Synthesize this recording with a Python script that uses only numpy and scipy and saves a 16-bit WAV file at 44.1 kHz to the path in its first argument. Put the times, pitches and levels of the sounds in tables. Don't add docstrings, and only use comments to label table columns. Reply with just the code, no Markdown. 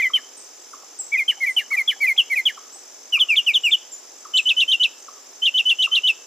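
import sys
import numpy as np
from scipy import signal
from scipy.fft import rfft, irfft
from scipy.io import wavfile

SR = 44100
rng = np.random.default_rng(int(sys.argv[2]) if len(sys.argv) > 2 else 0)


def generate_wav(signal):
    frames = np.transpose(np.atleast_2d(signal))
    scaled = np.clip(frames, -1, 1) * 32767
    pcm = np.round(scaled).astype(np.int16)
    wavfile.write(sys.argv[1], SR, pcm)


N = 276066


def from_db(db):
    return 10 ** (np.asarray(db) / 20)


def rms_one(x):
    return x / np.sqrt(np.mean(x ** 2) + 1e-20)


def at_hz(points, hz):
    points = np.array(points)
    return np.interp(np.log(hz), np.log(points[:, 0]), points[:, 1])


def band(x, low_hz, high_hz):
    sos = signal.butter(2, [low_hz, min(high_hz, SR / 2 - 1)], "band", fs=SR, output="sos")
    return signal.sosfilt(sos, x + 1e-18)


def drift(rate_hz, size):
    pole = np.exp(-2 * np.pi * rate_hz / SR)
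    return rms_one(signal.lfilter([1], [1, -2 * pole, pole * pole], rng.standard_normal(2 * size))[size:])


def clock(length_s):
    return np.arange(int(length_s * SR)) / SR


def add(track, start_s, sound):
    at = round(start_s * SR) + np.arange(len(sound))
    inside = (at >= 0) & (at < N)
    track[at[inside]] += sound[inside]


def widen(pair, correlation):
    mid = np.sqrt((1 + correlation) / 2) * pair[0]
    side = np.sqrt((1 - correlation) / 2) * pair[1]
    return np.stack([mid + side, mid - side])


def pan(x, left_db):
    return x * from_db([[left_db / 2], [-left_db / 2]])


def trees(x, t60_s, correlation):
    t = clock(1)
    tail = rng.standard_normal((2, SR)) * from_db(-60 * t / t60_s) * (1 - np.exp(-t / 0.0022))
    tail = widen(tail / np.sqrt(np.sum(tail[0] ** 2)), correlation)
    return signal.fftconvolve(x[None], tail, axes=1)[:, :N]


def swell(t, attack_s, release_s):
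    rise = np.sin(np.pi / 2 * np.minimum(t / attack_s, 1))
    fall = np.sin(np.pi / 2 * np.minimum((t[-1] - t) / release_s, 1))
    return rise * fall


def swing(t, high_hz, low_hz, crest, trough):
    angle = np.pi * (t / t[-1] - crest) / (trough - crest)
    return low_hz + (high_hz - low_hz) * (1 + np.cos(angle)) / 2


def droop(t, share, fall_s=0.0049):
    return 1 - share * np.exp((t - t[-1]) / fall_s)


def hiss(size, db_per_octave):
    # frequency_hz, relative_density_db
    spectrum = [(200, -68), (1500, -22), (3000, 16), (4000, 7), (6500, 4), (8500, -6), (11000, -2),
                (14500, -1), (16000, -9)]
    hz = np.fft.rfftfreq(size, 1 / SR) + 1
    gain = from_db(at_hz(spectrum, hz) + db_per_octave * np.log2(hz))
    return rms_one(irfft(rfft(rng.standard_normal(size)) * gain, size))


def sing(hz, partials=(), bright_db=0, waver=0.0074, rasp=.002,
         hiss_db=-70, hiss_db_per_octave=0, rough_from=0):
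    throat_hz, throat_width_hz, throat_peak_db = 11300, 290, 4
    size = len(hz)
    rough = np.clip((np.linspace(0, 1, size) - rough_from) * 10, 0, 1)
    jitter = waver * drift(190, size) + rasp * rough * drift(690, size)
    phase = 2 * np.pi * np.cumsum(hz * (1 + jitter)) / SR
    tone = np.sin(phase) + from_db(hiss_db + bright_db) * rough * hiss(size, hiss_db_per_octave)
    for k, partial_db in partials:
        flicker_db = 3 * drift(50, size)
        throat_db = throat_peak_db / (1 + ((k * hz - throat_hz) / throat_width_hz) ** 2)
        gain = from_db(partial_db + bright_db + throat_db + flicker_db)
        tone += gain * (k * hz < SR / 2) * np.sin(k * phase)
    return np.sqrt(2) * tone


def glides(notes, voice, trough, attack_s, release_s, droop_share, half_partial=False, **texture):
    half_db, half_fade_db_per_s = -22, 10.5
    out = np.zeros(N)
    for start_s, length_s, high_hz, low_hz, crest, level_db, bright_db in notes:
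        t, partials = clock(length_s), list(enumerate(voice, 2))
        if half_partial:
            partials.append((1.5, half_db - half_fade_db_per_s * start_s - bright_db))
        hz = swing(t, high_hz, low_hz, crest, trough) * droop(t, droop_share)
        tone = sing(hz, partials, bright_db, **texture)
        add(out, start_s, from_db(level_db) * swell(t, attack_s, release_s) * tone)
    return out


def mockingbird():
    # delay_s, gain_db
    echoes = [(.0034, -20.5), (.0063, -23.5), (.0085, -17.5), (.0099, -20), (0.0128, -19), (.0245, -24.5),
              (.041, -40.5), (.085, -38.5)]
    song = chip_phrase() + slur_phrase() + whistle_phrase() + leaps()
    heard = song.copy()
    for delay_s, gain_db in echoes:
        add(heard, delay_s, from_db(gain_db) * song)
    return heard + from_db(-26.5) * trees(song, t60_s=0.52, correlation=1)


def chip_phrase():
    # start_s, length_s, high_hz, low_hz, crest_share, level_db, bright_db
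    arches = [(-0.035, 0.065, 2270, 1989, 0.29, -17.5, 2.5), (1.117, 0.057, 2303, 2062, 0.3, -14.5, -10),
              (1.402, 0.065, 2186, 1986, 0.18, -18, 1), (1.703, 0.066, 2230.0, 1974, 0.29, -18.5, 4.5),
              (2.002, 0.069, 2275, 2017, 0.236, -15.5, 4.0), (2.297, 0.061, 2270.0, 1990.0, 0.15, -17.5, 4)]
    slurs = [(0.015, 0.073, 2483, 2022, -0.16, -17, -2.5), (1.169, 0.067, 2484, 2105, 0.13, -17.5, -1.5),
             (1.458, 0.065, 2342, 2043, 0.012, -19.0, 1), (1.765, 0.066, 2570, 2098, -0.22, -17, 2.5),
             (2.063, 0.072, 2633, 2115, -0.245, -16, 2), (2.353, 0.066, 2554, 2073, -0.0039, -17.5, 4.5)]
    chips = [(0.134, 0.044, 3210.0, 3016, -0.12, -13.5, -3), (1.279, 0.037, 3280, 2963, -0.43, -12.5, -3.5),
             (1.563, 0.04, 3150, 2875, -0.155, -14, -0.5), (1.875, 0.038, 3413, 3006, 0.065, -13.5, -5.5),
             (2.176, 0.043, 3410, 2810, -0.044, -11, -4), (2.453, 0.038, 3507, 2928, -0.15, -12.5, -1.5)]
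    # start_s, length_s, level_db
    drops = [(.164, 0.036, -24.5), (1.304, 0.033, -23.5), (1.587, 0.048, -21), (1.904, .040, -19.5),
             (2.482, 0.036, -18.5)]
    low_voice = [-34, -39, -38, -36.5, -37.5, -35]
    chip_voice = [-32.5, -30.5, -32, -38, -37, -35]
    out = glides(arches, low_voice, trough=.85, attack_s=0.036, release_s=0.032, droop_share=.05,
                 half_partial=True, rasp=0.0016, hiss_db=-34, hiss_db_per_octave=4.5, rough_from=.45)
    out += glides(slurs, low_voice, trough=.78, attack_s=0.024, release_s=0.041, droop_share=0.092,
                  half_partial=True, rasp=0.006, hiss_db=-34, hiss_db_per_octave=9)
    out += glides(chips, chip_voice, trough=0.835, attack_s=0.012, release_s=0.024, droop_share=0.074,
                  rasp=0.011, hiss_db=-31, rough_from=.45)
    for start_s, length_s, level_db in drops:
        t = clock(length_s)
        hz = swing(t, high_hz=2557, low_hz=1657, crest=-0.179, trough=0.91)
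        fade_db = 22.5 * t / length_s
        envelope = from_db(level_db - fade_db) * swell(t, attack_s=0.015, release_s=.003)
        add(out, start_s, envelope * sing(hz, rasp=0.02, hiss_db=-15.5))
    return out


def insects():
    # strokes_per_s, start_hz, end_hz, length_s, level_db
    trills = [(45.2, 6266, 5900, 0.01245, -41), (48.8, 7350, 6300, 0.014, -48.5),
              (65.6, 5700, 4860, .008, -48)]
    # centre_hz, width_hz, level_db
    chorus_bands = [(5146, 360, -54.5), (5820, 1300, -52.5), (6480, 2100, -59.5), (7174, 490, -52)]
    strokes, chorus = np.zeros(N), np.zeros((2, N))
    for per_s, start_hz, end_hz, length_s, level_db in trills:
        progress = np.linspace(0, 1, int(length_s * SR))
        envelope = np.sin(np.pi * progress ** .8)
        draws = rng.standard_normal((int(per_s * N / SR) + 1, 4))
        for k, (late, loud, sharp, miss) in enumerate(draws):
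            hz = (start_hz + (end_hz - start_hz) * progress ** 3) * (1 + .004 * sharp)
            gain = from_db(level_db + 1.5 * loud) * (miss < 1.3)
            tone = np.sin(2 * np.pi * np.cumsum(hz) / SR)
            add(strokes, k / per_s + .0005 * late, gain * envelope * tone)
    for centre_hz, width_hz, level_db in chorus_bands:
        noise = band(rng.standard_normal((2, N)), centre_hz - width_hz / 2, centre_hz + width_hz / 2)
        chorus += from_db(level_db) * rms_one(noise)
    scatter = from_db(-8) * trees(strokes, t60_s=.3, correlation=0)
    left = np.interp(np.arange(N) - 1.2, np.arange(N), strokes)
    return np.stack([left, strokes]) + scatter + widen(chorus, correlation=.05)


def hush(level_db=-50):
    # frequency_hz, relative_density_db
    spectrum = [(40, -44), (110, -26.5), (180, -28.5), (250, -9), (340, 0), (550, -2), (800, -2.5),
                (1200, -5.5), (2000, -8.5), (4000, -9), (7500, -18), (9500, -17.5), (15000, -19)]
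    # frequency_hz, correlation
    likeness = [(60, .95), (250, 0.72), (700, 0.42), (2000, 0.46), (6000, 0.75), (14000, 0.13)]
    edges_hz = 30 * 2 ** np.arange(0, 9.6, .5)
    white = rng.standard_normal((2, 2, N))
    out = np.zeros((2, N))
    for k, (low_hz, high_hz) in enumerate(zip(edges_hz, edges_hz[1:])):
        hz = np.sqrt(low_hz * high_hz)
        noise = widen(band(white[k % 2], low_hz, high_hz), at_hz(likeness, hz))
        out += pan(from_db(at_hz(spectrum, hz)) * noise, left_db=-3 if 200 < hz < 1500 else -.3)
    return from_db(level_db) * rms_one(out)


def clucks(length_s=0.0149, high_hz=1480, low_hz=996):
    # start_s, level_db
    calls = [(.095, -32), (.731, -32), (1.709, -32.5), (2.571, -33), (3.17, -32.5), (4.249, -32),
             (5.079, -32.5), (5.868, -30)]
    out, t = np.zeros(N), clock(length_s)
    hz = np.linspace(high_hz, low_hz, len(t))
    envelope = swell(t, attack_s=0.016, release_s=0.0081)
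    for start_s, level_db in calls:
        add(out, start_s, from_db(level_db) * envelope * sing(hz, rasp=.012))
    return out + from_db(-5) * trees(out, t60_s=0.72, correlation=0.71)


def small_birds(settle_share=0.302, octave_db=-25):
    # start_s, length_s, start_hz, end_hz, level_db, scatter_to_direct_db
    seeps = [(0.362, 0.033, 10040, 7730, -44.5, 7), (.59, 0.058, 8200, 7600, -55, -1),
             (.665, 0.084, 9740, 9500, -65, 2), (0.986, 0.038, 8620, 7370, -25, -4),
             (1.48, .045, 9900, 8070, -52, 8), (2.718, 0.056, 7230, 8180, -45, 1),
             (3.614, .07, 7260, 7690, -47, 8.5), (3.915, 0.049, 7700, 7020, -34, -4),
             (4.17, .06, 8000, 7700, -57, 0), (4.349, 0.05, 7220, 7560, -34, 0.5),
             (4.977, 0.04, 8900, 8100, -54, -8)]
    direct, scattered = np.zeros((2, N))
    for start_s, length_s, start_hz, end_hz, level_db, scatter_db in seeps:
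        t = clock(length_s)
        hz = end_hz + (start_hz - end_hz) * np.exp(-t / (settle_share * length_s))
        tone = sing(hz, [(2, octave_db)], waver=0.0065, rasp=0.0038)
        call = from_db(level_db) * swell(t, attack_s=0.018, release_s=0.026) * tone
        add(direct, start_s, call)
        add(scattered, start_s, from_db(scatter_db) * call)
    return direct + trees(scattered, t60_s=0.35, correlation=.2)


def knocks(ring_hz=790, t60_s=0.046, attack_s=0.0012):
    # start_s, level_db
    taps = [(.833, -40), (.995, -37), (1.379, -36.5), (1.564, -35.5), (1.761, -37), (1.962, -36.5),
            (2.156, -39.5), (2.360, -41.5), (2.565, -42), (2.758, -39), (5.606, -43.5), (5.805, -45)]
    out, t = np.zeros(N), clock(.25)
    ring = np.sin(2 * np.pi * ring_hz * t) * from_db(-60 * t / t60_s) * (1 - np.exp(-t / attack_s))
    for start_s, level_db in taps:
        add(out, start_s, from_db(level_db) * ring)
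    return out + from_db(-9) * trees(out, t60_s=0.41, correlation=.5)


def leaps(length_s=.013, from_hz=2300):
    # start_s, top_hz, level_db
    rises = [(2.161, 4240, -38), (3.184, 3720, -27.5), (3.352, 3960, -25), (3.528, 3900, -33),
             (3.703, 3660, -27)]
    out, t = np.zeros(N), clock(length_s)
    for start_s, top_hz, level_db in rises:
        hz = from_hz + (top_hz - from_hz) * (t / length_s) ** 2
        add(out, start_s, from_db(level_db) * swell(t, attack_s=0.0061, release_s=0.001) * sing(hz))
    return out


def slur_phrase():
    # start_s, length_s, high_hz, low_hz, crest_share, level_db, bright_db
    swoops = [(3.122, 0.063, 3054, 2392, -0.026, -12.5, 1), (3.284, 0.077, 3170, 2285, -0.57, -14, -2.5),
              (3.462, 0.063, 3300.0, 2314, -0.29, -12, -0.5), (3.633, 0.072, 2913, 2304, 0.13, -14, -0.5)]
    flicks = [(3.193, 0.049, 3985, 2955, -0.43, -11, -2), (3.36, 0.049, 3890, 2860, -0.3, -11.5, -1.5),
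              (3.537, 0.048, 3915, 2946, -0.21, -11.5, -1.5), (3.713, 0.048, 3650, 2940, 0.01, -10.5, -3)]
    voice = [-27, -33.5, -38, -38, -34, -50]
    out = glides(swoops, voice, trough=.94, attack_s=0.028, release_s=0.056, droop_share=0.082,
                 rasp=0.0013, hiss_db=-56)
    out += glides(flicks, voice, trough=0.84, attack_s=0.026, release_s=0.029, droop_share=0.056,
                  rasp=0.0032, hiss_db=-35)
    return out


def whistle_phrase(peak_width_s=.0038, sag_s=0.0185, push_db=2.9):
    # start_s, length_s, held_hz, peak_hz, time_to_peak_s, sag_hz, level_db, bright_db
    whistles = [(4.335, 0.075, 2998, 4210, 0.042, 534, -15, 2),
                (4.453, 0.077, 2988, 3886, .043, 520, -15, 1),
                (4.564, .079, 3010, 3870, 0.044, 384, -15, 1),
                (4.677, 0.083, 3087, 3860, .045, 420, -15, 1),
                (4.796, 0.073, 2964, 4040, 0.041, 493, -15, 0.5),
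                (5.418, .08, 3064, 3765, .043, 436, -15.5, 0), (5.538, 0.08, 3000, 3780, .045, 394, -16, 1),
                (5.652, 0.083, 3003, 3556, .048, 373, -14.5, 0),
                (5.784, .083, 3006, 3940, 0.045, 360, -16.5, 2),
                (5.913, 0.082, 3044, 4040, 0.044, 396, -16, 0.5),
                (6.032, 0.087, 2983, 3835, .047, 430, -15.5, 1)]
    voice = [-30, -37, -44, -51, -51, -49]
    out = np.zeros(N)
    for start_s, length_s, held_hz, peak_hz, peak_s, sag_hz, level_db, bright_db in whistles:
        t = clock(length_s)
        spike = np.exp(-abs(t - peak_s) / peak_width_s)
        sag = 1 - np.exp(-np.maximum(t - peak_s, 0) / sag_s)
        hz = (held_hz + (peak_hz - held_hz) * spike - sag_hz * sag) * droop(t, share=0.063)
        tone = sing(hz, enumerate(voice, 2), bright_db, rasp=0.011, hiss_db=-28.5,
                    hiss_db_per_octave=-1.5, rough_from=0.93 * peak_s / length_s)
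        envelope = from_db(level_db + push_db * sag) * swell(t, attack_s=0.022, release_s=0.024)
        add(out, start_s, envelope * tone)
    return out


def scene():
    return mockingbird() + clucks() + small_birds() + knocks() + insects() + hush()


def record(dry):
    cutoff_hz = 15200
    return signal.sosfilt(signal.ellip(10, .2, 80, cutoff_hz, fs=SR, output="sos"), dry)


dry = scene()
out = record(dry)
generate_wav(out)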